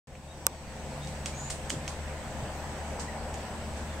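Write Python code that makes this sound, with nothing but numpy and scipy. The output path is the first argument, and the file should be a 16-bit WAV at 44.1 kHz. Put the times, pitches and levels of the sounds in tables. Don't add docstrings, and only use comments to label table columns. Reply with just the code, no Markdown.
import sys
import numpy as np
from scipy import signal
from scipy.fft import rfft, irfft, next_fast_len
from scipy.io import wavfile
from scipy.ndimage import uniform_filter1d, map_coordinates

SR = 44100
rng = np.random.default_rng(int(sys.argv[2]) if len(sys.argv) > 2 else 0)


def wav_out(sig):
    wavfile.write(sys.argv[1], SR, np.round(np.clip(np.atleast_2d(sig).T, -1, 1) * 32767).astype(np.int16))


N = 176400

# (frequency [Hz], level [dB])
SCATTER_EQ = [(150, -3), (700, -5), (1500, -6), (2600, -4.5), (4200, -0.5), (6500, 1), (8500, 1.5),
              (10200, -12), (15500, -31)]
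FOREST_T60_S, BED_START_S = 0.25, 0.072


def amp(db):
    return 10 ** (np.asarray(db) / 20)


def unit(x):
    return x / np.sqrt(np.mean(x ** 2) + 1e-20)


def along(points, hz):
    freqs, values = np.transpose(points)
    return np.interp(np.log(hz + 1), np.log(freqs + 1), values)


def wobble(rate):
    return map_coordinates(rng.standard_normal(int(N * rate / SR) + 4), [np.arange(N) * rate / SR])


def filtered(x, response):
    size = next_fast_len(x.shape[-1] + 8192)
    return irfft(rfft(x, size) * response(np.fft.rfftfreq(size, 1 / SR)), size)[..., :x.shape[-1]]


def coloured(shape, response):
    return unit(filtered(rng.standard_normal(shape), response))


def fade(t, t60):
    return np.exp(-np.log(1000) * t / t60)


def tone(hz):
    return np.sqrt(2) * np.sin(2 * np.pi * np.cumsum(hz) / SR)


def add(out, at, x):
    i = round(at * SR)
    out[:, i:i + x.shape[-1]] += x[..., :N - i]


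def pecks(ring_width_hz=1300, stereo_spread=0.34, echo_ring_share=0.72, echo_rise_s=0.0024, pan_db=1.1):
    # (time [s], crack [dB], crack t60 [s], echo [dB], ring pitch [Hz], ring boost [dB])
    strikes = [(.152, -49, 0.045, -64, 2400, 24), (1.0482, -38.5, .008, -56, 6500, 0),
               (1.0728, -36.5, .01, -46.5, 7500, 0), (1.259, -27.5, .024, -36, 2370, 7),
               (1.5000, -35, 0.026, -48, 3000, 0), (1.5035, -27, 0.019, -34.5, 8700, 9),
               (1.6972, -30, 0.015, -36, 7400, 9), (1.703, -21.5, 0.013, -38.5, 3200, 7),
               (1.8787, -23.5, 0.0078, -38.5, 2640, 4), (2.9954, -40, 0.037, -37, 7500, 6),
               (3.3417, -34, 0.0095, -47.5, 7000, 6), (3.768, -46, 0.011, -47.5, 6000, 0)]
    # (frequency [Hz], level [dB])
    wood_eq = [(150, -22), (700, -8), (1300, -1.5), (2600, 1.5), (4200, -1), (6500, 4.5), (8400, 0.5),
               (10000, -18), (12000, -24), (15500, -35)]
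    out, t = np.zeros((2, N)), np.arange(SR // 2) / SR
    for at, crack_db, t60, echo_db, ring_hz, ring_db in strikes:
        ring = lambda hz: ring_db / (1 + (2 * (hz - ring_hz) / ring_width_hz) ** 2)
        splinters = rng.standard_normal(len(t)) + stereo_spread * rng.standard_normal((2, len(t)))
        crack = unit(filtered(splinters, lambda hz: amp(along(wood_eq, hz) + ring(hz))))
        echo = coloured((2, len(t)), lambda hz: amp(along(SCATTER_EQ, hz) + echo_ring_share * ring(hz)))
        add(out, at, amp(crack_db) * crack * fade(t, t60))
        add(out, at, amp(echo_db) * echo * fade(t, FOREST_T60_S) * (1 - np.exp(-t / echo_rise_s)))
    return out * amp([[-pan_db], [pan_db]])


def click(at=0.46692, left_lag_s=0.00002, rise_s=0.00004, rattle_db=-21.5, low_cut_hz=330):
    # (frequency [Hz], left [dB], right [dB], t60 [s], right polarity [+1 or -1])
    modes = [(527, -34, -21, 0.026, 1), (910, -26.5, -29, 0.029, 1), (1150, -22, -37, 0.032, 1),
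             (1460, -34, -19, 0.016, 1), (2740, -26, -28, 0.0075, 1), (3750, -9, -5.5, 0.0018, -1),
             (5300, -11, -19.5, 0.0036, 1), (6670, -12, 0.5, 0.0018, 1), (8230, -15, 1.5, 0.0025, 1),
             (9800, -13, 0.5, 0.0014, 1), (12570, -21, 2.5, 0.002, 1)]
    out = np.zeros((2, N))
    t = np.maximum(np.arange(SR // 10) / SR - np.array([[left_lag_s], [0]]), 0)
    ring = np.zeros(t.shape)
    for k, (hz, left_db, right_db, t60, polarity) in enumerate(modes):
        gains = amp([[left_db], [right_db]]) * [[1], [polarity]]
        ring += (-1) ** k * gains * np.sin(2 * np.pi * hz * t) * fade(t, t60)
    rattle = coloured(t.shape, lambda hz: amp(along(SCATTER_EQ, hz))) * fade(t, t60=0.013)
    add(out, at, (ring + amp(rattle_db) * rattle) * (1 - np.exp(-t / rise_s)))
    return signal.sosfilt(signal.butter(2, low_cut_hz, "high", fs=SR, output="sos"), out)


def bird_whistles(rasp_depth=0.0296, flutter_db=2, reverb_gain=1.14):
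    # (time [s], length [s], start pitch [Hz], end pitch [Hz], level [dB])
    notes = [(0.268, 0.065, 3600, 3820, -60), (0.999, .062, 3400, 3840, -53), (1.31, .05, 2200, 2415, -53),
             (1.339, 0.16, 6540, 7010, -43.5), (1.804, 0.018, 2450, 2510, -50),
             (2.545, .05, 13450, 13550, -65), (3.08, 0.017, 1846, 2020, -44)]
    t, song = np.arange(N) / SR, np.zeros(N)
    for at, length, start_hz, end_hz, db in notes:
        progress = np.clip((t - at) / length, 0, 1)
        glide_hz = end_hz + (start_hz - end_hz) * (1 - progress) ** 2
        hz = glide_hz * (1 + rasp_depth * wobble(1300))
        envelope = amp(db + flutter_db * wobble(81)) * np.sqrt(np.abs(np.sin(np.pi * progress)))
        song += envelope * np.sin(2 * np.pi * np.cumsum(hz) / SR)
    tail = rng.standard_normal((2, SR // 2)) * fade(t[:SR // 2], FOREST_T60_S)
    reverb = signal.fftconvolve(song[None], tail / np.linalg.norm(tail[0]), axes=1)[:, :N]
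    return song + reverb_gain * reverb


def thuds(rise_s=0.007, width_octaves=0.93, makeup_gain=2):
    # (time [s], centre [Hz], level before makeup gain [dB], t60 [s])
    hits = [(1.72, 250, -38.5, 0.13), (1.755, 115, -37, 0.23), (2.424, 95, -32.5, 0.13)]
    out, t = np.zeros((2, N)), np.arange(SR // 2) / SR
    for at, centre_hz, db, t60 in hits:
        body = coloured(len(t), lambda hz: np.exp(-(np.log2((hz + 1) / centre_hz) / width_octaves) ** 2))
        add(out, at, amp(db) * body * fade(t, t60) * (1 - np.exp(-t / rise_s)))
    return makeup_gain * out


def engine_hum(pitch_hz=75.1, drift=0.016, waver_db=1.54, flutter_db=1.34, pan_db=0.77):
    # (multiple of the pitch [ratio], level [dB])
    partials = [(.5, -55), (1, -43), (1.53, -55.5), (2, -53), (3, -53.5), (4, -62), (7, -53.5),
                (8.23, -59.5)]
    hum = np.zeros(N)
    for multiple, db in partials:
        gain = amp(db + waver_db * wobble(7) + flutter_db * wobble(35))
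        hum += gain * tone(pitch_hz * (multiple + drift * wobble(24.97) * np.sqrt(multiple)))
    return hum * amp([[pan_db], [-pan_db]])


def drone(pitch_hz=142.5, drift_hz=3, waver_db=2):
    # (time [s], level [dB])
    ride = [(.1, -58), (.7, -56), (.9, -47), (1.45, -45), (1.7, -51), (2.2, -51), (2.8, -60), (4, -65)]
    times, db = np.transpose(ride)
    t = np.arange(N) / SR
    gain = amp(np.interp(t, times, db) + waver_db * wobble(9)) * (t > BED_START_S)
    return gain * tone(pitch_hz + drift_hz * wobble(12))


def whine(pitch_hz=8010, jitter_hz=4.1, core_db=-58.5, right_db=-4, halo_db=-61, halo_width_hz=280):
    core = tone(pitch_hz + jitter_hz * wobble(160)) * amp([[0], [right_db]])
    halo = coloured((2, N), lambda hz: np.exp(-((hz - pitch_hz) / halo_width_hz) ** 2))
    return amp(core_db) * core + amp(halo_db) * halo


def rush(eq, patchy_db):
    # (frequency [Hz], left-right correlation [0 to 1])
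    correlation = [(60, 0.77), (130, 1), (290, 0.91), (640, 1), (1410, 0.54), (3100, 0.12), (6820, 0.022),
                   (15000, 0.05)]
    # (frequency [Hz], left minus right [dB])
    balance = [(30, 0), (70, 3.5), (300, 0.9), (900, 2), (1400, 0), (2200, -3.5), (4400, 2), (8000, 0.5),
               (15000, -0.5)]
    spectra = signal.stft(rng.standard_normal((2, N)), nperseg=512)[2]
    patches = uniform_filter1d(rng.standard_normal(spectra.shape[1:]), size=6, axis=0)
    patches = unit(uniform_filter1d(patches, size=14, axis=1))
    pair = signal.istft(spectra * amp(patchy_db * patches), nperseg=512)[1][:, :N]
    angle = lambda hz: np.arccos(np.clip(along(correlation, hz), -1, 1)) / 2
    mid, side = filtered(pair, lambda hz: amp(along(eq, hz)) * [np.cos(angle(hz)), np.sin(angle(hz))])
    stereo = np.array([mid + side, mid - side])
    return unit(filtered(stereo, lambda hz: amp(along(balance, hz) * np.array([[.5], [-.5]]))))


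def forest_bed(rumble_db=-44, far_db=-43, leaves_db=-50):
    # (time [s], bass [dB], middle [dB], treble [dB])
    swell = [(.07, -9, -11, -9.5), (.25, -8.5, -10, -7), (.45, -5.5, -5.5, -3.5), (.6, -7, -6, -5),
             (.8, -1.5, -3, -1), (1.1, -1.5, -1, 0), (1.6, -1, -0.5, 0.5), (2, -1, 0.5, 0),
             (2.7, -0.5, 1.5, 0.5), (3.3, -1, 1.5, 0), (4, 0.5, 0, 0.5)]
    # (frequency [Hz], level [dB])
    rumble_eq = [(20, 1.5), (35, -9), (48, 5), (70, 4), (100, -3.5), (200, 1.5), (300, -7.5), (450, -16.5),
                 (900, -53)]
    # (frequency [Hz], level [dB])
    far_eq = [(150, -19), (330, -5), (450, -3), (560, 0), (750, 0.5), (1000, -3.5), (1150, -8.5),
              (1800, -9), (3000, -21.5), (6000, -58)]
    # (frequency [Hz], level [dB])
    leaves_eq = [(500, -28), (1500, -1), (2600, 5.5), (4000, 1.5), (5500, 0), (7200, 1), (8200, -2),
                 (9300, -6.5), (11000, -12), (13500, -14), (15800, -17)]
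    t = np.arange(N) / SR
    times, *rides = np.transpose(swell)
    bass, middle, treble = [amp(np.interp(t, times, db)) for db in rides]
    engine, high_whine = engine_hum(), whine()
    rumble = amp(rumble_db) * rush(rumble_eq, patchy_db=1.0)
    far = amp(far_db + 0.28 * wobble(8)) * rush(far_eq, patchy_db=1.5)
    leaves = amp(leaves_db) * rush(leaves_eq, patchy_db=1.55)
    return (bass * (engine + rumble) + middle * far + treble * (leaves + high_whine)) * (t > BED_START_S)


def scene():
    return pecks() + click() + bird_whistles() + thuds() + forest_bed() + drone()


def record(dry):
    cutoff_hz, slope_width_hz = 15900, 300
    return filtered(np.clip(dry, -1, 1), lambda hz: np.clip((cutoff_hz - hz) / slope_width_hz + .5, 0, 1))


dry = scene()
out = record(dry)
wav_out(out)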